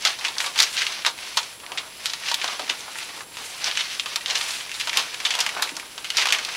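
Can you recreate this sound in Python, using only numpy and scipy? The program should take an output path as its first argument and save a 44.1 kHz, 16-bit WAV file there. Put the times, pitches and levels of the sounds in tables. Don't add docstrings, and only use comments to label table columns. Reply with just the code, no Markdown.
import sys
import numpy as np
from scipy import signal
from scipy.fft import rfft, irfft, next_fast_len
from scipy.io import wavfile

SR = 44100
rng = np.random.default_rng(int(sys.argv[2]) if len(sys.argv) > 2 else 0)


def waveform_to_disk(signal):
    frames = np.transpose(np.atleast_2d(signal))
    scaled = np.clip(frames, -1, 1) * 32767
    samples = np.round(scaled).astype(np.int16)
    wavfile.write(sys.argv[1], SR, samples)


def level_to_linear(level):
    exponent = np.asarray(level, float) / 20
    return 10 ** exponent


N = 289296

# (time [s], peak [dB], ring [Hz], top crack re peak [dB])
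CREASES = [(0.249, -8, 2540, -48), (0.578, -8.5, 4090, -15), (0.63, -1.5, 4930, -21),
           (0.819, -8.5, 2120, -39), (1.021, -23.5, 3000, -20), (1.775, -12.5, 2350, -43),
           (1.781, -13.5, 3450, -41), (2.066, -13.5, 4570, -24), (2.415, -14, 2570, -38),
           (2.698, -7.5, 2680, -26), (3.792, -13, 2920, -21), (4.282, -16, 3600, -27),
           (4.355, -5.5, 3130, -27), (4.798, -13.5, 4000, -12), (4.801, -12, 2880, -18),
           (5.251, -6.5, 3100, -33), (5.255, -6, 3100, -35), (5.306, -8, 2900, -26),
           (5.308, -11, 3970, -24), (5.339, -13, 2550, -30), (5.404, -4.5, 5430, -10),
           (5.623, -8, 3960, -3), (6.045, -15, 2420, -16), (6.17, -3, 4540, -16), (6.324, 0, 2460, -14)]
# (time [s], peak [dB], ring [Hz], top crack re peak [dB])
CLAWS = [(0.023, -15, 5570, -18), (0.051, 0.5, 3540, -21), (0.383, -6, 4630, -18), (0.589, -8, 4100, -10),
         (0.623, -0.5, 4600, -12), (0.602, 2.5, 4440, -14), (0.867, -8, 2570, -42), (1.431, -17, 4440, -27),
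         (2.058, -4.5, 3440, -12), (2.343, -3.5, 3450, -11.5), (2.986, -18, 2410, -9),
         (3.643, -6, 4600, -22), (3.713, -10.5, 3200, -30), (3.773, -6.5, 2520, -35),
         (3.997, -5, 3160, -44), (4.159, -3.5, 3900, -14), (4.260, -6, 3500, -28), (4.694, -19, 2370, -24),
         (4.716, -15, 2360, -16), (4.811, -9.5, 2800, -19), (4.895, -9.5, 2930, -30),
         (4.972, -0.5, 3180, -10.5), (5.144, -16, 2700, -13), (5.767, -11.5, 5200, -16),
         (5.798, -18.5, 2020, -13), (6.103, -7.5, 3050, -16), (6.449, -12.5, 4040, -16),
         (6.55, -16.5, 2260, -25)]
# (time [s], peak [dB], ring [Hz], pad thud re peak [dB])
PATS = [(0.354, -23, 3370, -22), (1.179, -23.5, 2030, -14), (1.371, -6, 3960, -20),
        (1.374, -1.5, 3950, -13), (1.719, -18, 2600, -7), (2.135, -11, 3560, -14.5),
        (2.315, -9.5, 3700, -4), (2.595, -16, 3440, -18), (2.958, -26, 1870, -4), (3.37, -16.5, 2420, -11),
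        (5.202, -16.5, 2550, -13), (5.352, -10, 3230, -13), (5.39, -8, 2630, -12.5),
        (5.464, -6.5, 2320, -12.5), (5.491, -13.5, 2350, -22), (5.979, -17, 2940, -11.5),
        (6.256, -7.5, 2380, -7.5), (6.271, -8, 3360, -8)]
# (time [s], peak [dB], ring [Hz], pad thud re peak [dB])
SHOVES = [(0.055, -9, 3530, -9), (0.189, -19, 4060, -11), (0.243, -20, 3000, -6), (0.283, -15, 3500, -13),
          (0.404, -8.5, 3220, -17), (0.446, -22, 3910, -8), (0.462, -12.5, 3380, -8.5),
          (0.559, -16, 2660, -9), (1.049, -12, 3320, -11), (1.064, -1, 3540, -12.5),
          (2.443, -13.5, 2550, -3), (4.059, -14, 2920, -29), (4.163, -18.5, 2290, -6.5),
          (4.262, -32, 3480, -12), (4.873, -12, 2700, -8), (4.931, -11.5, 2100, -24),
          (4.975, -12, 3100, -30)]
# (time [s], peak [dB], ring [Hz])
TICKS = [(0.071, -5.5, 3180), (0.596, -4, 3800), (0.787, -12, 2950), (0.803, -19, 2010), (0.923, -15, 4190),
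         (1.058, -17, 3700), (1.389, -12, 3540), (1.636, -31, 2730), (2.097, -14, 4030), (2.28, -30, 2060),
         (2.284, -12, 2370), (2.478, -12, 3600), (3.206, -23.5, 1870), (3.661, -25, 2850),
         (3.806, -9.5, 2900), (4.3, -9, 3420), (4.308, -8, 4150), (4.373, -13, 4270), (4.411, -9, 2490),
         (4.506, -14.5, 4650), (4.941, -14, 2120), (4.992, -8.5, 2840), (5.266, -11, 2580),
         (5.408, -7, 3500), (6.174, -5, 3900), (6.182, -2.5, 2500), (6.196, -13, 2350), (6.215, -10, 3140),
         (6.287, -7.5, 2970), (6.386, -13.5, 1930), (6.304, -5.5, 3020), (3.753, -15, 3280),
         (4.349, -16, 3000), (2.694, -10, 3660)]
# (time [s], peak [dB], ring [Hz])
SCRATCHES = [(0.0604, -5, 3500), (0.21, -14, 2350), (0.3406, -19, 3370), (0.5357, -28, 3450),
             (0.7262, -18, 4570), (0.7775, -6, 2980), (0.811, -9, 2600), (0.84, -28, 2460),
             (1.6, -24.5, 2730), (2.1819, -25, 5370), (2.2347, -15, 2150), (2.399, -16, 2580),
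             (2.6648, -37, 2460), (2.6783, -19, 4220), (2.752, -22, 3390), (3.0014, -21, 2150),
             (3.028, -16, 2670), (3.0879, -20, 2300), (3.354, -26, 2720), (3.615, -20, 3280),
             (3.7962, -10, 3400), (3.991, -19, 3600), (4.2088, -16, 2340), (4.607, -14.5, 2700),
             (4.7412, -13, 4620), (4.749, -12.5, 3500), (5.1255, -22, 2570), (5.525, -16.5, 3290),
             (5.5774, -26, 1740), (5.5914, -24, 2100), (5.618, -17, 2400), (5.674, -12, 2010),
             (5.692, -12.5, 2200), (5.753, -21, 4800), (5.827, -29, 2080), (6.21, -7, 2540),
             (6.2214, -1, 2300), (6.3477, -7.5, 2310), (6.41, -18, 1850), (6.488, -12, 2130)]
# (time [s], peak [dB], ring [Hz])
FLICKS = [(0.2828, -21, 4160), (0.7687, -8, 3400), (1.1884, -20, 2390), (1.663, -26, 3500),
          (1.6646, -21, 2070), (1.9534, -34, 2500), (2.4437, -10, 4740), (2.62, -17, 3900),
          (2.807, -19, 4990), (4.2724, -20, 3010), (4.882, -20, 3080), (5.381, -19, 3040),
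          (5.5504, -19, 3300), (5.6314, -13, 3130), (0.5906, 0, 3000), (3.7745, -21, 3580),
          (2.7, -10, 2400)]
# (time [s], peak [dB], body [Hz])
STEPS = [(1.049, -7.5, 1500), (1.061, -9, 1620), (1.372, -18, 940), (2.443, -13, 1050), (2.443, -43, 250),
         (2.53, -23, 890), (2.956, -20, 1330), (2.696, -26, 880), (4.061, -23, 900), (5.772, -23, 930),
         (5.625, -11, 1050), (5.573, -16, 1590), (5.597, -18, 1300), (0.443, -13, 1570),
         (2.487, -15.5, 880), (2.595, -19.5, 896), (2.598, -20.5, 530), (2.63, -36, 298),
         (2.881, -23.5, 850), (0.06, -14, 1130), (2.701, -34, 300), (2.681, -21, 1500), (3.099, -44, 220),
         (3.207, -25.5, 890), (4.39, -45, 200), (4.973, -46, 180), (5.465, -47, 170), (5.566, -23, 695),
         (5.594, -21, 750), (5.661, -37, 400), (5.719, -34, 226), (5.839, -50, 230), (0.368, -21, 1150),
         (0.403, -9.5, 1580), (1.635, -29.5, 910), (1.717, -31, 434), (2.135, -21, 1510),
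         (4.604, -29, 1240), (4.873, -37, 890), (4.98, -23, 1150), (5.388, -21, 890), (5.7, -33, 600),
         (5.829, -28, 960), (6.256, -23, 1210), (6.484, -22.5, 885)]
# (full force reached [s], rustle [dB], hold [s], pad weight re rustle [dB])
SLIDES = [(0.068, -25.5, 0.013, -13), (0.253, -32.5, .01, -6.5), (0.401, -35, 0.081, -7),
          (0.61, -23.5, 0.015, -14), (0.789, -24.5, 0.0059, -25), (0.864, -34, 0.11, -10.5),
          (1.38, -39, .01, -28), (1.688, -48, 0.15, 2.5), (2.06, -35.5, 0.0093, -10.5),
          (2.28, -27.5, 0.016, -21), (2.431, -34, 0.1, -8.5), (2.722, -45, 0.0057, 3),
          (3.008, -37.5, 0.0087, -9), (3.103, -45.5, 0.11, -3.5), (3.39, -43.5, 0.041, -4.5),
          (3.663, -26, 0.0097, -11.5), (3.8, -28.5, 0.011, -18), (3.917, -32, .01, -22),
          (4.108, -35, 0.012, -11), (4.299, -31, 0.14, -10.5), (4.482, -32.5, 0.078, -17),
          (4.822, -35, 0.012, -30), (4.982, -25.5, 0.0051, -8), (5.26, -36, 0.22, -3.5),
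          (5.566, -40, 0.058, 2.5), (5.67, -40.5, 0.013, -16), (6.199, -24, 0.014, -12),
          (6.338, -29.5, 0.0078, -4), (6.547, -55, .02, -10)]
# (full force reached [s], film [dB], hold [s])
SKIDS = [(0.42, -39, 0.021), (0.735, -38.5, 0.016), (1.386, -50, 0.017), (2.344, -50, 0.017),
         (2.81, -50, 0.011), (2.987, -42, 0.037), (3.427, -44.5, 0.087), (4.385, -39.5, 0.19),
         (4.76, -40, 0.038), (5.41, -60, .02), (5.635, -50, 0.019)]
# (time [s], rustle [dB])
STIR = [(0, -51), (.7, -45), (0.99, -43), (1.16, -43.5), (1.23, -37), (1.52, -40.5), (1.57, -50),
        (1.9, -45.5), (2.15, -40.5), (2.65, -38), (3.21, -43), (3.25, -54), (3.33, -46.5), (3.45, -38.5),
        (4.2, -42.5), (5.1, -38), (5.93, -44.5), (6.56, -34.5)]
# (frequency [Hz], density [dB per Hz])
PAD = [(60, -50), (150, -27), (350, -13), (700, -3), (1100, 0), (1600, -4), (4000, -40)]
# (frequency [Hz], density [dB per Hz])
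PAPER = [(300, -28.5), (1500, -4), (2500, 1.5), (4300, 0), (6200, -3.5), (9000, -44), (14000, -32)]
# (frequency [Hz], density [dB per Hz])
FILM = [(4500, -20), (7000, 0), (10000, -5), (12500, -15), (16000, -24)]
# (frequency [Hz], t60 [s])
ROOM = [(300, 0.51), (800, 0.16), (2500, 0.15), (6000, 0.033), (14000, 0.24)]
# (frequency [Hz], density [dB per Hz])
NOISE_FLOOR = [(18, -40), (30, -2.5), (319, 2), (526, 3.5), (760, -1), (940, 4.5), (1150, -21),
               (2010, -5), (7090, -25), (7670, -34), (8740, -7.5), (9970, 3.5), (12600, -11), (14800, -13),
        (16000, -14)]
# (frequency [Hz], peak [dB])
WHINE = [(120, -69), (7560, -54), (7860, -62), (15090, -75), (15120, -70), (15150, -65), (15734, -81)]

CLAW_T60_S, CREASE_T60_S, PAT_T60_S, SHOVE_T60_S = 0.044, 0.13, 0.074, 0.13
TICK_T60_S, SCRATCH_T60_S, FLICK_T60_S = 0.05, 0.055, 0.01
DRY_THUD_DB, TICK_THUD_DB = -29.5, -18.5
PAT_CRACK_DB, SHOVE_CRACK_DB, TICK_CRACK_DB = -16, -16.5, -30
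FOLLOW_DB, FIRST_RUSH, RUSH_S = -18.5, 0.73, 0.0098
SOFT_SNAP, SOFT_RISE_S, SOFT_DB = 0.45, 0.0012, -2.5
BOX_HZ, BOX_WIDTH_HZ, BOX_SHARE = 940, 41, 1.4
STIR_WEIGHT_DB = -10.5
GRIP_DB_PER_S, RELEASE_DB_PER_S = 230, 163
FILM_DB, FILM_FOLLOWS = -50, 0.67
HISS_DB = -47.5
CUTOFF_HZ = 15800


def rms_one(x):
    return x / np.sqrt(np.mean(x ** 2) + 1e-20)


def peak_one(x):
    return x / np.max(np.abs(x))


def at_hz(points, hz):
    table_hz, value = np.transpose(points)
    return np.interp(np.log(hz + 1), np.log(table_hz), value)


def colour(x, spectrum):
    size = next_fast_len(len(x))
    gain = level_to_linear(at_hz(spectrum, np.fft.rfftfreq(size, 1 / SR)))
    return rms_one(irfft(rfft(x, size) * gain, size)[:len(x)])


def drift(rate_hz):
    r = np.exp(-2 * np.pi * rate_hz / SR)
    noise = rng.standard_normal(N + SR)
    return rms_one(signal.lfilter([1], [1, -2 * r, r * r], noise)[SR:])


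def grains(per_s, spread_db, size):
    mark, strength, sign = np.moveaxis(rng.random(size + (3,)), -1, 0)
    level_db = -spread_db * np.log(np.maximum(strength, .004))
    return (mark < per_s / SR) * level_to_linear(level_db) * np.sign(sign - .5)


def resonance(x, hz, width_hz):
    r = np.exp(-np.pi * width_hz / SR)
    poles = [1, -2 * r * np.cos(2 * np.pi * hz / SR), r * r]
    return signal.lfilter([(1 - r * r) / 2, 0, (r * r - 1) / 2], poles, x)


def contacts():
    rows = [(s, db, hz, DRY_THUD_DB, crack, CLAW_T60_S, False) for s, db, hz, crack in CLAWS]
    rows += [(s, db, hz, DRY_THUD_DB, crack, CREASE_T60_S, False) for s, db, hz, crack in CREASES]
    rows += [(s, db, hz, thud, PAT_CRACK_DB, PAT_T60_S, False) for s, db, hz, thud in PATS]
    rows += [(s, db, hz, thud, SHOVE_CRACK_DB, SHOVE_T60_S, False) for s, db, hz, thud in SHOVES]
    rows += [(s, db, hz, TICK_THUD_DB, TICK_CRACK_DB, TICK_T60_S, True) for s, db, hz in TICKS]
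    rows += [(s, db - 4.5, hz, TICK_THUD_DB, TICK_CRACK_DB, SCRATCH_T60_S, True)
             for s, db, hz in SCRATCHES]
    rows += [(s, db, hz, DRY_THUD_DB, TICK_CRACK_DB, FLICK_T60_S, False) for s, db, hz in FLICKS]
    return rows


def snaps():
    length = SR // 8
    t = np.arange(length) / SR
    events = contacts()
    crumples = grains(9000, spread_db=1.5, size=(len(events), length))
    paper_band = signal.butter(3, [1300, 7000], "band", fs=SR, output="sos")
    film_band = signal.butter(2, [6200, 12500], "band", fs=SR, output="sos")
    out = np.zeros(N + length)
    for (s, peak_db, hz, thud_db, crack_db, t60, soft), crumple in zip(events, crumples):
        rush = 1 + FIRST_RUSH * np.exp(-t / RUSH_S)
        push = level_to_linear(FOLLOW_DB) * crumple * level_to_linear(-60 * t / t60) * rush
        if soft:
            push = push * np.minimum(t / SOFT_RISE_S, 1)
            peak_db = peak_db + SOFT_DB
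        push[0] = SOFT_SNAP if soft else 1
        ring = resonance(push, hz, 0.47 * hz) - level_to_linear(-16.0) * push
        sheet = signal.sosfilt(paper_band, ring)
        pad_and_tray = resonance(push, 1070, 650) + BOX_SHARE * resonance(push, BOX_HZ, BOX_WIDTH_HZ)
        thud = resonance(pad_and_tray, 700, 1350)
        crack = signal.sosfilt(film_band, push * level_to_linear(-60 * t / 0.11))
        sound = level_to_linear(-.5) * peak_one(sheet)
        sound = sound + level_to_linear(thud_db - 2.5) * peak_one(thud)
        sound = sound + level_to_linear(crack_db + .5) * peak_one(crack)
        at = round(s * SR)
        out[at:at + length] += level_to_linear(peak_db) * sound
    return out[:N]


def steps():
    t = np.arange(SR // 8) / SR
    rubs = grains(2500, spread_db=-2.0, size=(len(STEPS), len(t)))
    out = np.zeros(N + len(t))
    for (s, peak_db, hz), rub in zip(STEPS, rubs):
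        push = rub * np.minimum(t / 0.001, 1) * level_to_linear(-60 * t / 0.1)
        push[0] = 3.1
        body = resonance(resonance(push, hz, 0.8 * hz), 1.2 * hz, 1.6 * hz)
        at = round(s * SR)
        out[at:at + len(t)] += level_to_linear(peak_db - 1.0) * peak_one(body)
    return out[:N]


def stroke(t, s, peak_db, hold):
    grip_db = GRIP_DB_PER_S * np.maximum(s - t, 0)
    release_db = RELEASE_DB_PER_S * np.maximum(t - s - hold, 0)
    return level_to_linear(2 * (peak_db - grip_db - release_db))


def sliding():
    t = np.arange(0, N, 32) / SR
    stir = level_to_linear(2 * np.interp(t, *np.transpose(STIR)))
    paper = stir + sum(stroke(t, s, db, hold) for s, db, hold, _ in SLIDES)
    pad = stir * level_to_linear(2 * STIR_WEIGHT_DB)
    pad = pad + sum(stroke(t, s, db + weight, hold) for s, db, hold, weight in SLIDES)
    film = level_to_linear(2 * FILM_DB) * (paper * level_to_linear(80)) ** FILM_FOLLOWS
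    film = film + sum(stroke(t, *skid) for skid in SKIDS)
    return [np.interp(np.arange(N) / SR, t, 10 * np.log10(power)) for power in (paper, pad, film)]


def rustle():
    rustle_db, pad_db, film_db = sliding()
    weight_db, crisp_db = pad_db - rustle_db, film_db - rustle_db
    clumps = level_to_linear(rustle_db + drift(44))
    pad = colour(grains(3000, spread_db=2.2, size=(N,)), PAD) * level_to_linear(weight_db + drift(20))
    paper = colour(grains(9000, spread_db=2.0, size=(N,)), PAPER)
    film = colour(grains(13000, spread_db=-3.0, size=(N,)), FILM) * level_to_linear(crisp_db + 2.0 * drift(25))
    return clumps * (pad + paper + film)


def tail():
    t = np.arange(SR // 2) / SR
    edges = 125 * 2. ** np.arange(8)
    out = 0
    for low, high in zip(edges, edges[1:]):
        octave = signal.butter(2, [low, high], "band", fs=SR, output="sos")
        band = signal.sosfilt(octave, rng.standard_normal(len(t)))
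        out = out + band * level_to_linear(-60 * t / at_hz(ROOM, np.sqrt(low * high)))
    out = out * np.clip(t / 0.0051, 0, 1)
    return out / np.sqrt(np.sum(out ** 2))


def room(x, count=8):
    place = np.arange(N) / SR / .11 % count
    out = 0
    for k in range(count):
        away = np.abs((place - k + count / 2) % count - count / 2)
        share = np.cos(np.pi / 2 * np.minimum(away, 1))
        out = out + signal.fftconvolve(x * share, tail())[:N]
    return out


def noise_floor():
    t = np.arange(N) / SR
    lines = sum(level_to_linear(db) * np.sin(2 * np.pi * hz * t + .3 * drift(3)) for hz, db in WHINE)
    return level_to_linear(HISS_DB) * colour(rng.standard_normal(N), NOISE_FLOOR) + lines


def scene():
    near = snaps() + steps()
    slide = rustle()
    echo = room(level_to_linear(-10.0) * near + level_to_linear(-12.0) * slide)
    return (near + level_to_linear(1.0) * slide + echo + noise_floor())[None]


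def roll_off(x):
    return signal.sosfilt(signal.butter(12, 16500, fs=SR, output="sos"), x)


def record(dry):
    rounded = np.clip(1.8 * np.tanh(dry / 1.8), -.86, .86)
    low_pass = signal.ellip(9, .3, 40, CUTOFF_HZ, fs=SR, output="sos")
    mix = signal.sosfilt(low_pass, rounded)
    return roll_off(mix)


dry = scene()
out = record(dry)
waveform_to_disk(out)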